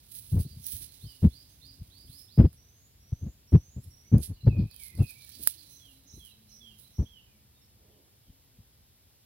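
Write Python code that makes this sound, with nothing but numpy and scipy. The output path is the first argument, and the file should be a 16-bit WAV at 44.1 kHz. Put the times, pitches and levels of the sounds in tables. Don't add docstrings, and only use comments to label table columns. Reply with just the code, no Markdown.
import sys
import numpy as np
from scipy import signal
from scipy.fft import rfft, irfft, next_fast_len
from scipy.io import wavfile

SR = 44100
rng = np.random.default_rng(int(sys.argv[2]) if len(sys.argv) > 2 else 0)


def store_wav(level_fs):
    pcm = np.round(np.clip(np.atleast_2d(level_fs), -1, 1) * 32767)
    wavfile.write(sys.argv[1], SR, pcm.T.astype(np.int16))


def linear_from_db(decibels):
    return 10 ** (np.asarray(decibels, float) / 20)


N = 407925
T = np.arange(N) / SR


def level(x, db):
    return x * linear_from_db(db) / np.sqrt(np.mean(x ** 2))


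def colour(x, points):
    hz, db = np.transpose(points)
    size = next_fast_len(len(x))
    f = np.maximum(np.arange(size // 2 + 1) * SR / size, 1)
    gain = linear_from_db(np.interp(np.log(f), np.log(hz), db))
    return irfft(rfft(x, size) * gain, size)[:len(x)]


def cut(x, hz, kind, order=2):
    return signal.sosfilt(signal.butter(order, hz, kind, fs=SR, output="sos"), x)


def walk(rate_hz, size=N):
    levels = rng.standard_normal(1024)
    return np.interp(np.arange(size) * rate_hz / SR, np.arange(len(levels)), levels) / np.sqrt(2 / 3)


def hump(t, peak_s, rise_s, fall_s, span_db, power):
    reach = np.where(t < peak_s, max(rise_s, .003), max(fall_s, .003))
    return -span_db * (np.abs(t - peak_s) / reach) ** power


def from_right(x, left_db, turn_hz):
    low = cut(x, turn_hz, "low", order=1)
    return np.array([linear_from_db(left_db) * (2 * low - x), x])


# time_s, relative_level_db
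RUMBLE = [(0.0, -62), (0.6, -57), (1.0, -65.5), (1.9, -60.5), (2.8, -64), (3.9, -60), (4.3, -61.5),
          (4.8, -62), (6.4, -64), (9.25, -67)]
# frequency_hz, gain_db
FLOOR_MID = [(15, -42), (25, -16.5), (55, 4), (110, 2), (170, -7), (300, -12.5), (800, -21.5), (1300, -25),
             (2400, -23), (3600, -21), (5400, -25), (6000, -29.5), (8500, -31.5), (12500, -21),
             (15800, -26)]
# frequency_hz, gain_db
FLOOR_SIDE = [(15, -41), (25, -15), (75, 1), (170, -6.5), (1000, -20), (1300, -21), (2400, -19),
              (5300, -10.5), (6000, -15), (8500, -11.5), (12900, -10.5), (15800, -10)]
HISS_MID_DB, HISS_SIDE_DB = -68.5, -64
AFTERSHAKE_DB, AFTERSHAKE_T60_S = -38.5, 0.37


def floor():
    mid_noise = colour(rng.standard_normal(N), FLOOR_MID)
    rumble = level(cut(mid_noise, 300.0, "low", order=3), 0.5)
    hiss = level(cut(mid_noise, 270., "high", order=3), HISS_MID_DB)
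    shake_power = sum(
        (T > s) * linear_from_db(2 * (db + AFTERSHAKE_DB - 60 * np.abs(T - s) / AFTERSHAKE_T60_S))
        for s, db, *_ in THUMPS)
    rumble_power = linear_from_db(2 * np.interp(T, *np.transpose(RUMBLE)))
    waver = linear_from_db(1.0 * walk(11.))
    mid = np.sqrt(rumble_power + shake_power) * waver * rumble + hiss
    side = level(colour(rng.standard_normal(N), FLOOR_SIDE), HISS_SIDE_DB)
    return np.array([mid + side, mid - side])


# time_s, relative_level_db
SHUFFLE = [(0.0, -70), (0.6, -66), (0.95, -64.5), (1.5, -70.5), (2.1, -73.5), (2.7, -86.5), (4.3, -89),
           (4.65, -80.5), (5.0, -71), (5.35, -59), (5.6, -62), (6.1, -80), (6.9, -74), (7.2, -97),
           (9.25, -99)]
# peak_s, relative_level_db, rise_s, fall_s, top_relative_db
RUSTLE = [(0.16, -45, 0.083, 0.11, -2.5), (0.33, -53.5, 0.16, 0.071, -3), (0.41, -47.5, 0.059, 0.065, -2),
          (0.67, -48, 0.022, 0.057, 6), (0.73, -41.5, 0.13, 0.13, -1.5), (0.82, -46, 0.055, 0.082, -9),
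          (1.03, -60, 0.093, .3, -5), (1.23, -65, .2, 0.1, -6), (2.2, -55, 0.26, .1, -4.5),
          (2.4, -66.5, 0.16, 0.12, 1.5), (2.54, -66, 0.057, .06, -12.5), (3.522, -66, .03, .06, -0.5),
          (3.83, -66, 0.034, 0.34, -7), (4.239, -40.5, 0.052, 0.068, -13.5), (4.86, -50, 0.16, 0.077, -8),
          (4.96, -59, .02, 0.55, -9), (5.1, -53, 0.13, 0.077, -5), (5.44, -43.5, .06, 0.022, -1),
          (5.491, -38.5, .1, 0.049, -7), (5.73, -60, 0.088, 0.097, 0), (5.92, -64, .12, 0.15, -5),
          (6.17, -63, 0.1, 0.19, -5), (6.258, -57.5, .04, 0.088, -5.5), (6.554, -71.5, 0.17, .16, -4),
          (6.796, -58.5, 0.032, 0.14, -2.5), (6.962, -73, 0.048, 0.19, 1.5)]
# frequency_hz, gain_db
RUSTLE_COLOUR = [(880, -72), (1500, -25), (2000, -22.5), (2280, -19.5), (3280, -12.5), (4040, -8.5),
                 (6360, -14), (7120, -19.5), (8470, -10.5), (10900, -7), (12000, -12), (15600, -36.5),
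                 (22000, -120)]
RUSTLE_SPAN_DB = 22.5
BURST_LOW_DB, SHUFFLE_LOW_DB, SHUFFLE_TOP_DB = -10, 1, -1


def rustle():
    bed = linear_from_db(np.interp(T, *np.transpose(SHUFFLE))) ** 2
    bursts = [linear_from_db(db + hump(T, s, rise_s, fall_s, RUSTLE_SPAN_DB, 1.2)) ** 2
              for s, db, rise_s, fall_s, _ in RUSTLE]
    main_env = np.sqrt(bed + sum(bursts))
    low_env = np.sqrt(bed * linear_from_db(2 * SHUFFLE_LOW_DB) + sum(bursts) * linear_from_db(2 * BURST_LOW_DB))
    top_power = sum(b * linear_from_db(2 * row[-1]) for b, row in zip(bursts, RUSTLE))
    top_env = np.sqrt(bed * linear_from_db(2 * SHUFFLE_TOP_DB) + top_power)
    layers = []
    for _ in range(2):
        grains = rng.standard_normal(N)
        boost = np.minimum(rng.exponential(size=N), 4) * (rng.random(N) < .1)
        grains = grains * linear_from_db(4.3 * boost + 1.6 * walk(90.))
        top = cut(cut(grains, 14000.0, "high", order=6), 14500., "high", order=1)
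        body = level(colour(grains, RUSTLE_COLOUR), .8)
        main = main_env * cut(body, 9300.0, "high", order=4)
        low = low_env * cut(body, 7300., "low", order=4)
        layers.append(linear_from_db(8.0) * (main + low + top_env * level(top, 6.7)))
    scattered = linear_from_db(-14) * cut(layers[1], 9000., "high", order=1) * np.array([[1], [0]])
    return from_right(layers[0], -14.0, 2100.0) + scattered


# peak_s, relative_level_db, rise_s, fall_s, brightness_relative_db
THUMPS = [(0.329, -22, 0.018, 0.12, -30.5), (0.374, -22, 0.024, 0.039, -25.5),
          (0.402, -25.5, 0.019, 0.035, -29), (0.454, -35, 0.0077, 0.047, -29), (0.503, -46, .01, 0.13, -35),
          (0.573, -42, 0.034, 0.082, -54), (0.738, -41, 0.021, 0.06, -46), (0.84, -51.5, 0.12, 0.022, -22),
          (1.046, -34.5, 0.029, 0.054, -28), (1.23, -20, 0.016, .03, -24), (1.248, -8, 0.02, 0.029, -26),
          (1.27, -15, .02, 0.025, -32), (1.819, -36.5, 0.045, 0.024, -51), (2.047, -51, .01, 0.052, -22),
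          (2.1, -45.5, .04, 0.0089, -40), (2.397, -7.5, .03, .045, -21), (2.448, -12.5, .045, 0.037, -25),
          (3.126, -20, 0.0082, 0.021, -31), (3.233, -30, 0.031, 0.027, -29),
          (3.271, -32.5, 0.036, 0.042, -21.5), (3.546, -8.5, 0.034, 0.047, -24),
          (3.766, -30.5, 0.0061, 0.028, -25.5), (3.783, -30, 0.014, 0.03, -29.5),
          (3.877, -41, 0.04, 0.026, -32), (4.142, -11, 0.03636, 0.067, -27),
          (4.188, -28.5, 0.042, 0.071, -22), (4.309, -29, 0.044, 0.043, -29), (4.45, -29, 0.028, .03, -40),
          (4.476, -7, 0.017, 0.03, -26.5), (4.514, -25.5, 0.027, 0.087, -27),
          (4.592, -21, 0.061, 0.091, -27), (4.638, -32.5, 0.048, 0.059, -34.5),
          (4.975, -40.5, 0.078, .03, -23), (5.006, -19, 0.038, 0.055, -24), (5.407, -53.5, 0.087, 0.1, -13),
          (6.14, -49, .035, .04, -24), (6.18, -46, 0.059, .035, -20), (6.996, -17, 0.018, 0.035, -26),
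          (7.024, -33, 0.028, 0.042, -17.5), (8.301, -46, .045, 0.011, -32), (8.596, -47, .03, .028, -32.5)]
# frequency_hz, gain_db
THUMP_EDGE = [(120, -31.5), (200, -3.5), (265, -7.5), (729, -33), (1410, -48), (2420, -52.5), (3040, -55.5),
              (5000, -63.5), (6500, -89), (11000, -120)]
WOBBLE_EXPONENT, SWING_DB, BURST_DB = .4, 1.5, 2.5
THUMP_SPAN_DB, THUMP_ROUND = 32, 1.606
NOMINAL_HZ, NOMINAL_HZ_PER_DB = 112.38, 0.5556
CONTACT_DB, CONTACT_S, CONTACT_TOP_HZ = -27, .0025, 1000
CONTACT_LEAD = .7


def thumps():
    body, edge = np.zeros(N), np.zeros(N)
    grit = level(cut(colour(rng.standard_normal(N), THUMP_EDGE), 280.0, "high"), 0)
    for s, peak_db, rise_s, fall_s, bright_db in THUMPS:
        i, n = int((s - .1) * SR), SR // 4
        t = T[i:i + n]
        touch_s = t - s + CONTACT_LEAD * rise_s
        db = peak_db + hump(t, s, rise_s, fall_s, THUMP_SPAN_DB, THUMP_ROUND)
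        db = db + 30 * np.clip(touch_s / CONTACT_S, -1, 0)
        hz = NOMINAL_HZ + NOMINAL_HZ_PER_DB * np.maximum(db, -60)
        wrist_hz = .88 * hz * np.exp(WOBBLE_EXPONENT * np.clip(walk(190., size=n), -1.5, 2))
        swing = np.sin(2 * np.pi * np.cumsum(wrist_hz) / SR) * linear_from_db(SWING_DB * walk(120., size=n))
        finger_hz = 1.7 * hz * np.exp(WOBBLE_EXPONENT * np.clip(walk(260., size=n), -1.5, 1.5))
        swing = swing + linear_from_db(-12) * np.sin(2 * np.pi * np.cumsum(finger_hz) / SR)
        body[i:i + n] += np.sqrt(2) * linear_from_db(db) * swing
        touch_env = (touch_s > 0) * np.exp(-np.abs(touch_s) / CONTACT_S)
        touch = linear_from_db(peak_db + CONTACT_DB) * touch_env * grit[i:i + n]
        edge[i:i + n] += cut(touch, CONTACT_TOP_HZ, "low", order=3)
        edge[i:i + n] += linear_from_db(db + bright_db + 6.5 + BURST_DB * walk(130., size=n)) * grit[i:i + n]
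    mid = cut(cut(body, 400.0, "low"), 46., "high") + edge
    side = linear_from_db(-8.5) * cut(mid, 367.0, "high") + linear_from_db(-20.0) * mid
    return np.array([mid + side, mid - side])


def note(s, length_s, hz, db):
    u = np.linspace(0, 1, 24)
    return np.transpose([s + length_s * u, hz(u) + 0 * u, db(u) + 0 * u])


def unroll(table, fade_s=0.0074):
    s, *columns = np.transpose(table)
    t = T[int(s[0] * SR):int(s[-1] * SR)]
    gate = np.clip(np.minimum(t - s[0], s[-1] - t) / fade_s, 0, 1)
    return int(s[0] * SR), [np.interp(t, s, c) for c in columns], gate


FLICKER_DB, FLICKER_HZ = 1.8, 45


def whistle(tables, flutter_hz, wobble_hz, overtone_db=-60):
    out = np.zeros(N)
    for table in tables:
        i, (hz, db), gate = unroll(table)
        n = len(hz)
        phase = 2 * np.pi * np.cumsum(hz + wobble_hz * walk(flutter_hz, size=n)) / SR
        tone = np.sin(phase) + linear_from_db(overtone_db) * np.sin(2 * phase)
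        out[i:i + n] += np.sqrt(2) * linear_from_db(db + FLICKER_DB * walk(FLICKER_HZ, size=n)) * gate * tone
    return out


# start_s, length_s, pitch_hz, relative_level_db
PIPS = [(0.387, .04, 4720, -63), (0.885, .03, 4120, -60.5), (3.812, .08, 5420, -74.5),
        (4.73, .13, 3200, -67), (4.328, 0.028, 4430, -64), (4.401, 0.05, 4090, -61.5),
        (4.595, 0.037, 4000, -81), (5.322, .06, 4640, -62), (5.579, .3, 3980, -69.5),
        (5.861, 0.27, 3990, -71), (6.118, 0.069, 3980, -62), (6.28, 0.069, 3910, -62),
        (6.47, .08, 4060, -69.5), (6.811, 0.086, 3940, -64.5)]


def pips():
    notes = [note(s, d, lambda u: hz, lambda u: db + hump(u, .45, .55, .65, 8, 2))
             for s, d, hz, db in PIPS]
    return whistle(notes, 200.0, 82.0)


# start_s, length_s, from_hz, nominal_to_hz, relative_level_db
SWEEPS = [(0.438, 0.1, 3480, 5000, -60), (1.005, 0.12, 3300, 5050, -56), (1.302, 0.12, 3190, 5050, -57),
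          (1.611, 0.1, 3410, 5050, -56.5), (1.898, 0.16, 3350, 5000, -60), (2.071, 0.18, 3055, 5400, -59),
          (2.278, 0.13, 3220, 5200, -59)]


def sweeps():
    notes = [note(s, d,
                  lambda u: .96 * hi - (.96 * hi - lo) * np.maximum(1 - u / .6, 0) ** 1.4,
                  lambda u: db + hump(u, 0.56, .9, 1.4, 12, 2))
             for s, d, lo, hi, db in SWEEPS]
    return whistle(notes, 400., 150.)


# start_s, length_s, pitch_hz, relative_level_db
BUZZES = [(0.604, 0.21, 6060, -56.5), (1.46, .16, 6200, -69), (5.672, 0.23, 6040, -57.5),
          (6.05, .21, 5930, -55), (6.476, 0.18, 5860, -56), (6.914, .21, 5880, -58)]


def buzzes():
    notes = [note(s, d, lambda u: hz, lambda u: db + hump(u, 0.37, 0.37, 0.23, 21, 3.1))
             for s, d, hz, db in BUZZES]
    return whistle(notes, 300., 266.0)


# start_s, length_s, from_hz, toward_hz, relative_level_db
FALLS = [(1.044, 0.19, 3300, 2790, -65), (4.119, 0.062, 2390, 2414, -61), (4.362, .13, 2990, 2720, -68),
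         (4.488, .16, 2680, 2407, -56), (4.62, 0.42, 2560, 2500, -69.5), (4.79, 0.19, 2347, 2043, -58),
         (4.995, 0.25, 2733, 2285, -55.5), (7.546, 0.11, 3780, 3690, -71),
         (7.611, 0.066, 5400, 5450, -69.5), (7.89, 0.094, 3470, 2900, -75), (8.23, 0.11, 3600, 2980, -75)]
SAG_SHARE, FALL_PEAK_SHARE, FALL_DROP_DB = .3, .12, 11


def falls():
    notes = [note(s, d,
                  lambda u: lo + (hi - lo) * np.exp(-u / SAG_SHARE),
                  lambda u: db + hump(u, FALL_PEAK_SHARE, .3, .88, FALL_DROP_DB, 1.5))
             for s, d, hi, lo, db in FALLS]
    return whistle(notes, 120., 40.)


# start_s, length_s, from_hz, to_hz, relative_level_db
RISES = [(2.561, 0.33, 5830, 7250, -68.5), (2.996, 0.34, 5685, 7400, -67.5), (3.47, .36, 5656, 7865, -66),
         (3.901, 0.34, 5590, 7040, -65)]
RISE_CURL_POWER, RISE_FADE_DB = 1.9, -6


def rises():
    notes = [note(s, d, lambda u: lo + (hi - lo) * u ** RISE_CURL_POWER, lambda u: db + RISE_FADE_DB * u)
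             for s, d, lo, hi, db in RISES]
    return whistle(notes, 140.0, 73.0)


# start_s, length_s, from_hz, to_hz, relative_level_db
SLIDES = [(4.03, .06, 2160, 2170, -72), (5.26, 0.079, 1850, 1690, -70.5), (5.789, 0.15, 3510, 2605, -57.5),
          (6.185, 0.14, 3444, 2585, -56.5), (6.595, 0.15, 3480, 2723, -54),
          (7.043, 0.064, 3380, 3290, -56.5), (7.113, 0.094, 3250, 2656, -55.5),
          (7.227, 0.19, 2650, 2050, -76)]


def slides():
    notes = [[(s, hi, db - 21), (s + 0.019, .98 * hi, db),
              (s + .55 * d, .5 * (hi + lo), db - 1.5), (s + d, lo, db - 16.0)]
             for s, d, hi, lo, db in SLIDES]
    return whistle(notes, 107.0, 40.0)


# start_s, relative_level_db
TRILL = [(4.339, -67.5), (4.45, -62.5), (4.579, -58.5), (4.698, -59), (4.819, -59), (4.951, -56),
         (5.061, -56), (5.197, -56.5), (5.318, -58.5), (5.44, -60.5), (5.57, -54)]


def trill():
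    notes = [[(s, 4700, db - 4), (s + .02, 4400, db), (s + .05, 4000, db - 8)] for s, db in TRILL]
    return whistle(notes, 340., 420.)


WOOD_T60_S, WOOD_WET_DB, NEAR_SEND_DB, AHEAD_SEND_DB = .45, 0.5, -0.5, 4.0


def birds():
    far = sweeps() + buzzes() + trill()
    near = falls() + slides() + pips()
    ahead = rises()
    t = T[:int(.6 * SR)]
    echoes = rng.standard_normal((2, len(t))) * 1000. ** (-t / WOOD_T60_S)
    echoes = linear_from_db(WOOD_WET_DB) * echoes / np.sqrt(np.sum(echoes ** 2, axis=1, keepdims=True))
    send = far + linear_from_db(NEAR_SEND_DB) * near + linear_from_db(AHEAD_SEND_DB) * ahead
    wet = signal.oaconvolve(send[None], echoes, axes=1)[:, :N]
    direct = from_right(far + near, -19.0, 3500.) + from_right(ahead, -29.5, 9000.)
    return direct + wet * linear_from_db([[-8.5], [0]])


# start_s, relative_level_db, two_lowest_modes_relative_db
TICKS = [(0.6659, -19, -41), (0.7194, -25, -45), (2.5292, -43, -16), (4.1817, -29.5, -27),
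         (4.7117, -40.5, -19), (4.7431, -37.5, -23), (4.7623, -32, -45), (4.8349, -28.5, -41),
         (4.8823, -35, -27.5), (4.951, -38, -28), (5.1058, -30, -30), (5.248, -34.5, -31.5),
         (5.2917, -32.5, -22), (5.4727, 0, -19), (5.476, -15, -25), (5.5164, -36, -44), (6.2497, -38, -38),
         (6.798, -45, -32)]
# frequency_hz, relative_level_db, t60_s
TICK_MODES = [(760, -12.5, 0.00096), (1630, -5, 0.0028), (4960, -20.5, 0.0034), (8300, -14.5, 0.00043),
              (10310, -7, 0.002), (14630, -5.5, 0.0023)]
BREAK_S, BREAK_RISE_S, DEBRIS_T60_S = .0012, .0003, 0.046


def ticks():
    out, t = np.zeros(N), T[:SR // 8]
    noise = rng.standard_normal((len(TICKS), len(t)))
    late = np.maximum(t - BREAK_S, 0)
    rise = np.exp(np.minimum(t - BREAK_S, 0) / BREAK_RISE_S)
    for (s, db, low_db), debris in zip(TICKS, noise):
        modes = zip(TICK_MODES, (low_db, low_db, 0, 0, 0, 0))
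        ring = sum(linear_from_db(mode_db + extra_db) * np.sin(2 * np.pi * hz * t) * 1000. ** (-late / t60_s)
                   for (hz, mode_db, t60_s), extra_db in modes)
        debris = cut(cut(debris, 9200.0, "high", order=5), 16000.0, "low", order=1)
        tail = linear_from_db(-20.0) * debris * 1000. ** (-t / DEBRIS_T60_S)
        i = int(s * SR)
        out[i:i + len(t)] += linear_from_db(db + 8.5) * rise * (ring + tail)
    return from_right(out, -10.5, 2400.0)


# time_s, pitch_hz
WINGS = [(0.85, 278), (1.07, 281), (1.25, 250), (1.5, 308.5), (1.62, 271.7), (1.8, 270), (1.93, 286),
         (2.17, 276.4), (2.3, 247), (5.55, 323), (5.752, 268.6), (5.806, 289.4), (5.958, 262.8), (6.1, 291),
         (6.2, 219.5), (6.43, 217.8), (6.52, 201.8), (6.62, 230.3), (6.75, 212.3), (6.93, 225),
         (7.4, 210.6), (8.2, 201.8), (8.36, 275), (8.48, 276), (8.61, 233), (8.8, 194)]
# start_s, length_s, relative_level_db
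FLY = [(0.851, 0.43, -78), (1.33, .97, -77.5), (5.55, 0.54, -75.5), (6.221, 0.69, -74.5), (7.3, 0.77, -76),
       (8.249, 0.57, -78)]


def fly():
    passes = [note(s, d, lambda u: np.interp(s + d * u, *np.transpose(WINGS)), lambda u: db)
              for s, d, db in FLY]
    return linear_from_db(3.5 * walk(7.)) * whistle(passes, 25., 4., overtone_db=-19.5)


# width_s, level_db
RUSH = (0.14, -65)
RUSH_PEAK_S = 7.93


def rush():
    width_s, level_db = RUSH
    noise = cut(cut(rng.standard_normal(N), 430.0, "high", order=3), 360.0, "low", order=3)
    envelope = np.exp(-((T - RUSH_PEAK_S) / width_s) ** 2)
    return envelope * level(noise, level_db) * linear_from_db([[-7.5], [0]])


def scene():
    return floor() + rustle() + thumps() + birds() + ticks() + fly() + rush()


def roll_off(x):
    return signal.sosfilt(signal.butter(12, 16650, fs=SR, output="sos"), x)


def record(dry):
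    top = signal.ellip(10, .3, 80, 15850, fs=SR, output="sos")
    mix = np.clip(signal.sosfilt(top, cut(dry, 25.0, "high")), -1, 1)
    return roll_off(mix)


dry = scene()
out = record(dry)
store_wav(out)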